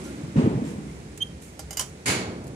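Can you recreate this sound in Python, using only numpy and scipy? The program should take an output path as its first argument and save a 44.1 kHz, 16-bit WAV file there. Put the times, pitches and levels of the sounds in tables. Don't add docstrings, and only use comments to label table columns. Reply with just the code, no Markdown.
import sys
import numpy as np
from scipy import signal
from scipy.fft import rfft, irfft
from scipy.io import wavfile

SR = 44100
rng = np.random.default_rng(int(sys.argv[2]) if len(sys.argv) > 2 else 0)


def wav_record(signal):
    frames = np.transpose(np.atleast_2d(signal))
    bounded = np.clip(frames, -1, 1)
    quanta = np.round(bounded * 32767).astype(np.int16)
    wavfile.write(sys.argv[1], SR, quanta)


N = 112454
N_FFT = 2 ** 17
TIME, FREQ = np.arange(N) / SR, np.fft.rfftfreq(N_FFT, 1 / SR)


def amp(db):
    return 10 ** (np.asarray(db) / 20)


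def at(points, hz):
    f, values = np.array(points, float).T
    return np.interp(np.log(np.maximum(hz, 1)), np.log(f), values)


def wave(spectrum):
    return irfft(spectrum)[..., :N]


def unit(x):
    return x / np.sqrt(np.mean(x ** 2))


def wander(bandwidth_hz):
    return unit(wave(rfft(rng.standard_normal(N_FFT)) * np.exp(-(FREQ / bandwidth_hz) ** 2)))


def decay(t60):
    return np.exp(-np.log(1000) * TIME / t60)


def add(out, start, x):
    i = int(np.clip(start * SR, 0, N - 1))
    out[:, i:] += x[:, :N - i]


def diffuse(colour, right_lag_s=0, tilt_db=0, spacing_m=0.091, direct_share=0.083):
    a, b = rfft(rng.standard_normal((2, N_FFT)))
    coherence = direct_share + (1 - direct_share) * np.sinc(2 * FREQ * spacing_m / 343)
    mid, side = a * np.sqrt(1 + coherence), b * np.sqrt(np.maximum(1 - coherence, 0))
    pair = np.array([mid + side, (mid - side) * np.exp(-2j * np.pi * FREQ * right_lag_s)])
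    octaves = np.log2(np.maximum(FREQ, 1) / SR)
    return unit(wave(pair * amp(at(colour, FREQ) + tilt_db * octaves)))


def fade(x, t60s):
    centres = 62.5 * 2 ** np.arange(9)
    spectrum, out = rfft(x, N_FFT), 0
    for hz, share in zip(centres, np.eye(len(centres))):
        band = wave(spectrum * at(np.c_[centres, share], FREQ))
        out = out + band * decay(at(t60s, hz))
    return out


def ring(mode_hz, mode_db, mode_t60, scatter_db=1.2):
    out, n = np.zeros((2, N)), N // 3
    for hz, db, t60 in zip(mode_hz, mode_db, mode_t60):
        gains = amp(db + scatter_db * rng.standard_normal((2, 1)))
        out[:, :n] += gains * np.sin(2 * np.pi * (hz * TIME[:n] + rng.random())) * decay(t60)[:n]
    return out


# f/Hz, relative level/dB
MURMUR_SPECTRUM = [(25, 0.5), (40, 2), (52, -8), (61, 11), (72, 4), (105, -2.5), (160, 1), (250, -6.5),
                   (420, -7), (650, -15), (1200, -21), (2200, -20), (3200, -26.5), (5000, -28), (7000, -28),
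                   (8700, -31), (9400, -27), (10000, -32.5), (11000, -38), (13000, -46), (15500, -48)]
TAIL_SPECTRUM = [(60, -31), (150, 7.5), (330, 6.5), (700, -11), (2200, -15.5), (4500, -23.5), (9000, -21),
                 (12000, -34), (15000, -44)]
TAIL_T60 = [(150, 6.6), (2000, 3.5), (12000, 1.3)]  # f/Hz, T60/s


def background(murmur_db=-41, wander_db=0.77, tail_db=-36, right_lag_s=-.0003):
    murmur = amp(murmur_db + wander_db * wander(2)) * diffuse(MURMUR_SPECTRUM, right_lag_s)
    tail = amp(tail_db) * fade(diffuse(TAIL_SPECTRUM, right_lag_s), TAIL_T60)
    return murmur + tail


# t/s, duration/s, level/dB, spectral tilt/(dB per octave)
ROD_STROKES = [(0.032, 0.022, -49.5, 0), (0.627, 0.066, -48, -3.5), (.885, 0.024, -62.5, 1.5),
               (1.411, 0.016, -50, 2.5), (1.435, 0.019, -67, -6)]
# f/Hz, relative level/dB
CONTACT_SPECTRUM = [(300, -16), (1500, 1.5), (2300, 7), (4500, -0.5), (7000, 7), (9500, 5.5), (12000, -1),
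                    (15000, -15)]


def scrapes(release_s=0.075, grain_db=-1.5):
    out = 0
    for start, length, db, tilt_db in ROD_STROKES:
        attack = np.clip(2 * (TIME - start) / length, 0, 1)
        release = np.exp(-np.maximum(TIME - start - length, 0) / release_s)
        grit = unit(diffuse(CONTACT_SPECTRUM, tilt_db=tilt_db) * amp(grain_db * wander(400)))
        out = out + amp(db) * attack * release * grit
    return out


# t/s, duration/s, f/Hz, level/dB
ROD_WHINES = [(0.038, 0.022, 6000, -47), (0.043, 0.073, 1400, -48.5), (0.88, 0.036, 2150, -51.5)]


def whines(jitter=.02):
    out = 0
    for start, length, hz, db in ROD_WHINES:
        phase = 2 * np.pi * np.cumsum(hz * (1 + jitter * wander(180))) / SR
        arch = np.sin(np.pi * np.clip((TIME - start) / length, 0, 1))
        out = out + amp(db) * arch * np.sin(phase)
    return out


# t/s, relative level/dB, f/Hz
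SHEET_KNOCKS = [(.236, -22.5, 146), (0.281, -28.5, 154), (.358, -12.5, 245), (0.365, -13.5, 130.3),
                (0.38, -9, 178), (.394, -11, 219), (.418, -17, 378), (.437, -12, 118), (0.461, -13.5, 349),
                (.472, -8.5, 225), (0.539, -18.5, 297), (0.552, -19, 134), (.568, -20, 139),
                (0.62, -18.5, 235), (.675, -24, 206), (0.783, -24, 204), (.865, -26.5, 209)]
# f/Hz, relative level/dB, T60/s
SHEET_F = [112, 163, 214, 232, 296, 346, 384, 432, 463]
SHEET_LEVEL = [-47, -55.5, -58, -72, -67, -65, -46, -35, -56]
SHEET_T60 = [0.77, 0.9, 0.28, .5, 0.59, .4, 0.32, 0.66, .4]
# f/Hz, relative level/dB
BOOM_SPECTRUM = [(40, -10), (60, -37), (105, -13.5), (220, -0.5), (300, -3), (460, -8), (660, -17),
                 (950, -18), (1400, -27.5), (2500, -28.5), (5000, -41), (9000, -44.5), (12000, -60),
                 (15000, -75)]
# f/Hz, T60/s
BOOM_DECAY = [(100, 3.3), (260, 1.3), (700, 1.25), (2000, 1.05), (5000, 0.62), (12000, 0.99)]


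def rattle(knock_db=-1, peak_cycles=.75, boom_db=-20.5, boom_rise_s=.012, right_lag_s=.00034):
    knocks = np.zeros(N)
    for start, db, hz in SHEET_KNOCKS:
        cycles = np.maximum(TIME - start, 0) * hz
        envelope = cycles / peak_cycles * np.exp(1 - cycles / peak_cycles)
        knocks += amp(db + knock_db) * envelope * np.sin(2 * np.pi * cycles)
    response = ring(SHEET_F, SHEET_LEVEL, SHEET_T60) / 10
    sheet = signal.fftconvolve(knocks[None], response, axes=1)[:, :N]
    out = sheet + np.array([knocks, np.interp(TIME - right_lag_s, TIME, knocks)])
    boom = amp(boom_db) * fade(diffuse(BOOM_SPECTRUM, right_lag_s), BOOM_DECAY)
    rise = 1 - np.exp(-TIME / boom_rise_s)
    add(out, start=.357, x=boom * rise)
    return out


# t/s, level/dB
ROD_TICKS = [(1.1759, -38), (2.44, -49), (2.469, -47), (2.477, -48)]


def ticks():
    out = np.zeros((2, N))
    for start, db in ROD_TICKS:
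        add(out, start, amp(db) * diffuse(CONTACT_SPECTRUM, tilt_db=1.5) * decay(t60=0.048))
    return out


# t/s, f/Hz, level/dB
SQUEAK_CONTOUR = [(1.203, 3170, -55), (1.208, 3130, -34), (1.216, 3150, -27), (1.223, 3165, -20.5),
                  (1.229, 3200, -20), (1.234, 3235, -31), (1.241, 3200, -50)]
SQUEAK_HARMONICS = [-22, -27, -37]


def squeak(jitter=.013, flutter_db=4, right_excess_db=3):
    times, hz, db = np.array(SQUEAK_CONTOUR).T
    swell = np.interp(TIME, times, amp(db), left=0, right=0)
    pitch = np.interp(TIME, times, hz) * (1 + jitter * wander(640))
    phase = 2 * np.pi * np.cumsum(pitch) / SR
    overtones = sum(amp(level + flutter_db * wander(150)) * np.sin(k * phase)
                    for k, level in enumerate(SQUEAK_HARMONICS, 2))
    tone = np.sin(phase) + overtones * np.sqrt(swell / swell.max())
    return tone * swell * amp(np.array([[-1], [1]]) * right_excess_db / 2)


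# t/s, then relative level/dB of handle, roller, rod and crack
HANDLE_BLOWS = [(1.592, -78, -43, -35, -39), (1.707, -40.5, -53, -35, -39),
                (1.729, -45, -40.5, -42.5, -44.5), (1.7705, -28, -44, -39, -31),
                (1.7943, -30.5, -23.5, -40, -26.5), (1.809, -53, -44, -39.5, -32)]
# f/Hz, relative level/dB, T60/s
HANDLE_F = [2080, 2900, 3780, 4935, 5000, 6010, 6600, 7130, 7320, 8990, 10600, 12078]
HANDLE_LEVEL = [-16, -7.5, -29, -3.5, -9, -7, -12, -0.5, -12, -12, -11, -6]
HANDLE_T60 = [.12, .12, .1, .07, .07, .08, .08, .075, .06, .06, .08, .075]
ROLLER_F = [1025, 1620, 2990, 3155, 5750, 5940, 6790, 8300, 9030, 9400, 9750, 10620, 14050]
ROLLER_LEVEL = [-9, -16, -6.5, -14.5, -8, -13, -20, -17, -5, -10, -9, -7.5, -28]
ROLLER_T60 = [.1, .1, .08, .18, .1, .15, .13, .1, .1, .09, .11, .11, .08]
ROD_F = [620, 790, 1400, 2080, 3000, 4890, 6450, 8700, 9150, 11590]
ROD_LEVEL = [-9, -9, -14.5, -13, -13, -9.5, -10, -8.5, -14, -13]
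ROD_T60 = [.14, .14, .1, .1, .08, .11, .08, .06, .1, .09]
# f/Hz, relative level/dB
CRACK_SPECTRUM = [(100, -21), (300, -6.5), (700, -4.5), (1500, -3), (4000, -4), (6000, 4.5), (9500, -0.5),
                  (12000, -4.5), (15500, -12.5)]
# f/Hz, T60/s
CRACK_DECAY = [(500, 0.31), (4000, 0.15), (14000, 0.076)]


def clinks(rise_s=0.00089, bite_db=1, bite_s=.003):
    out = np.zeros((2, N))
    rise = 1 - np.exp(-TIME / rise_s)
    bite = 1 + amp(bite_db) * np.exp(-TIME / bite_s)
    for start, handle_db, roller_db, rod_db, crack_db in HANDLE_BLOWS:
        handle = amp(handle_db) * ring(HANDLE_F, HANDLE_LEVEL, HANDLE_T60)
        roller = amp(roller_db) * ring(ROLLER_F, ROLLER_LEVEL, ROLLER_T60)
        rod = amp(rod_db) * ring(ROD_F, ROD_LEVEL, ROD_T60)
        crack = amp(crack_db) * fade(diffuse(CRACK_SPECTRUM), CRACK_DECAY)
        add(out, start, (handle + roller + rod + crack) * rise * bite)
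    return out


# t/s, level/dB
STEEL_BLOWS = [(2.057, -22), (2.076, -22.5), (2.094, -26)]
# f/Hz, relative level/dB, T60/s
STEEL_F = [2030, 2140, 2207, 2255, 6932, 7110]
STEEL_LEVEL = [-20, -15, -14, -19, -18, -20]
STEEL_T60 = [.5, .55, .6, .55, .4, .4]
# f/Hz, relative level/dB
WASH_SPECTRUM = [(50, -20), (110, 0.5), (250, -1.5), (460, -5.5), (600, -8), (1150, -8), (1500, -5.5),
                 (1800, -4), (2200, -2.5), (2800, -6.5), (3600, -11), (4500, -6.5), (5300, -12), (7000, -7),
                 (8200, -11.5), (9700, -7.5), (12000, -21), (15000, -33)]
# f/Hz, T60/s
WASH_DECAY = [(120, 2.2), (400, 2.2), (1000, 0.92), (2200, 0.52), (4500, 0.57), (8000, 0.36), (14000, .3)]


def clank(rise_s=0.0037):
    out = np.zeros((2, N))
    rise = 1 - np.exp(-TIME / rise_s)
    for start, db in STEEL_BLOWS:
        wash = fade(diffuse(WASH_SPECTRUM, right_lag_s=-.00027), WASH_DECAY)
        modes = ring(STEEL_F, STEEL_LEVEL, STEEL_T60)
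        add(out, start, amp(db) * rise * (wash + modes))
    return out


HALL_T60 = [(300, 0.3), (3000, 0.17), (7000, 0.38), (14000, 0.19)]  # f/Hz, T60/s


def hall_echo(near, level_db=-12.5):
    response = unit(fade(rng.standard_normal((2, N)), HALL_T60)) / np.sqrt(N)
    return amp(level_db) * signal.fftconvolve(near, response, axes=1)[:, :N]


def scene():
    near = clinks() + squeak() + scrapes() + whines() + ticks()
    return near + hall_echo(near) + rattle() + clank() + background()


# f/Hz, left minus right level/dB
MIC_IMBALANCE = [(300, -.6), (1500, -0.4), (2500, -1.5), (4000, -5.5), (6000, -5.5), (8000, -11),
                 (10000, 0.5), (14000, -0.5)]


def record(dry, low_cut_hz=60, top_hz=15600):
    low_cut = 1 / np.sqrt(1 + (low_cut_hz / np.maximum(FREQ, 1)) ** 10)
    balance = amp(np.array([[1], [-1]]) * at(MIC_IMBALANCE, FREQ) / 2)
    coloured = wave(rfft(dry, N_FFT) * low_cut * balance)
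    high_cut = signal.ellip(10, .2, 80, top_hz, fs=SR, output="sos")
    return signal.sosfilt(high_cut, coloured)


dry = scene()
out = record(dry)
wav_record(out)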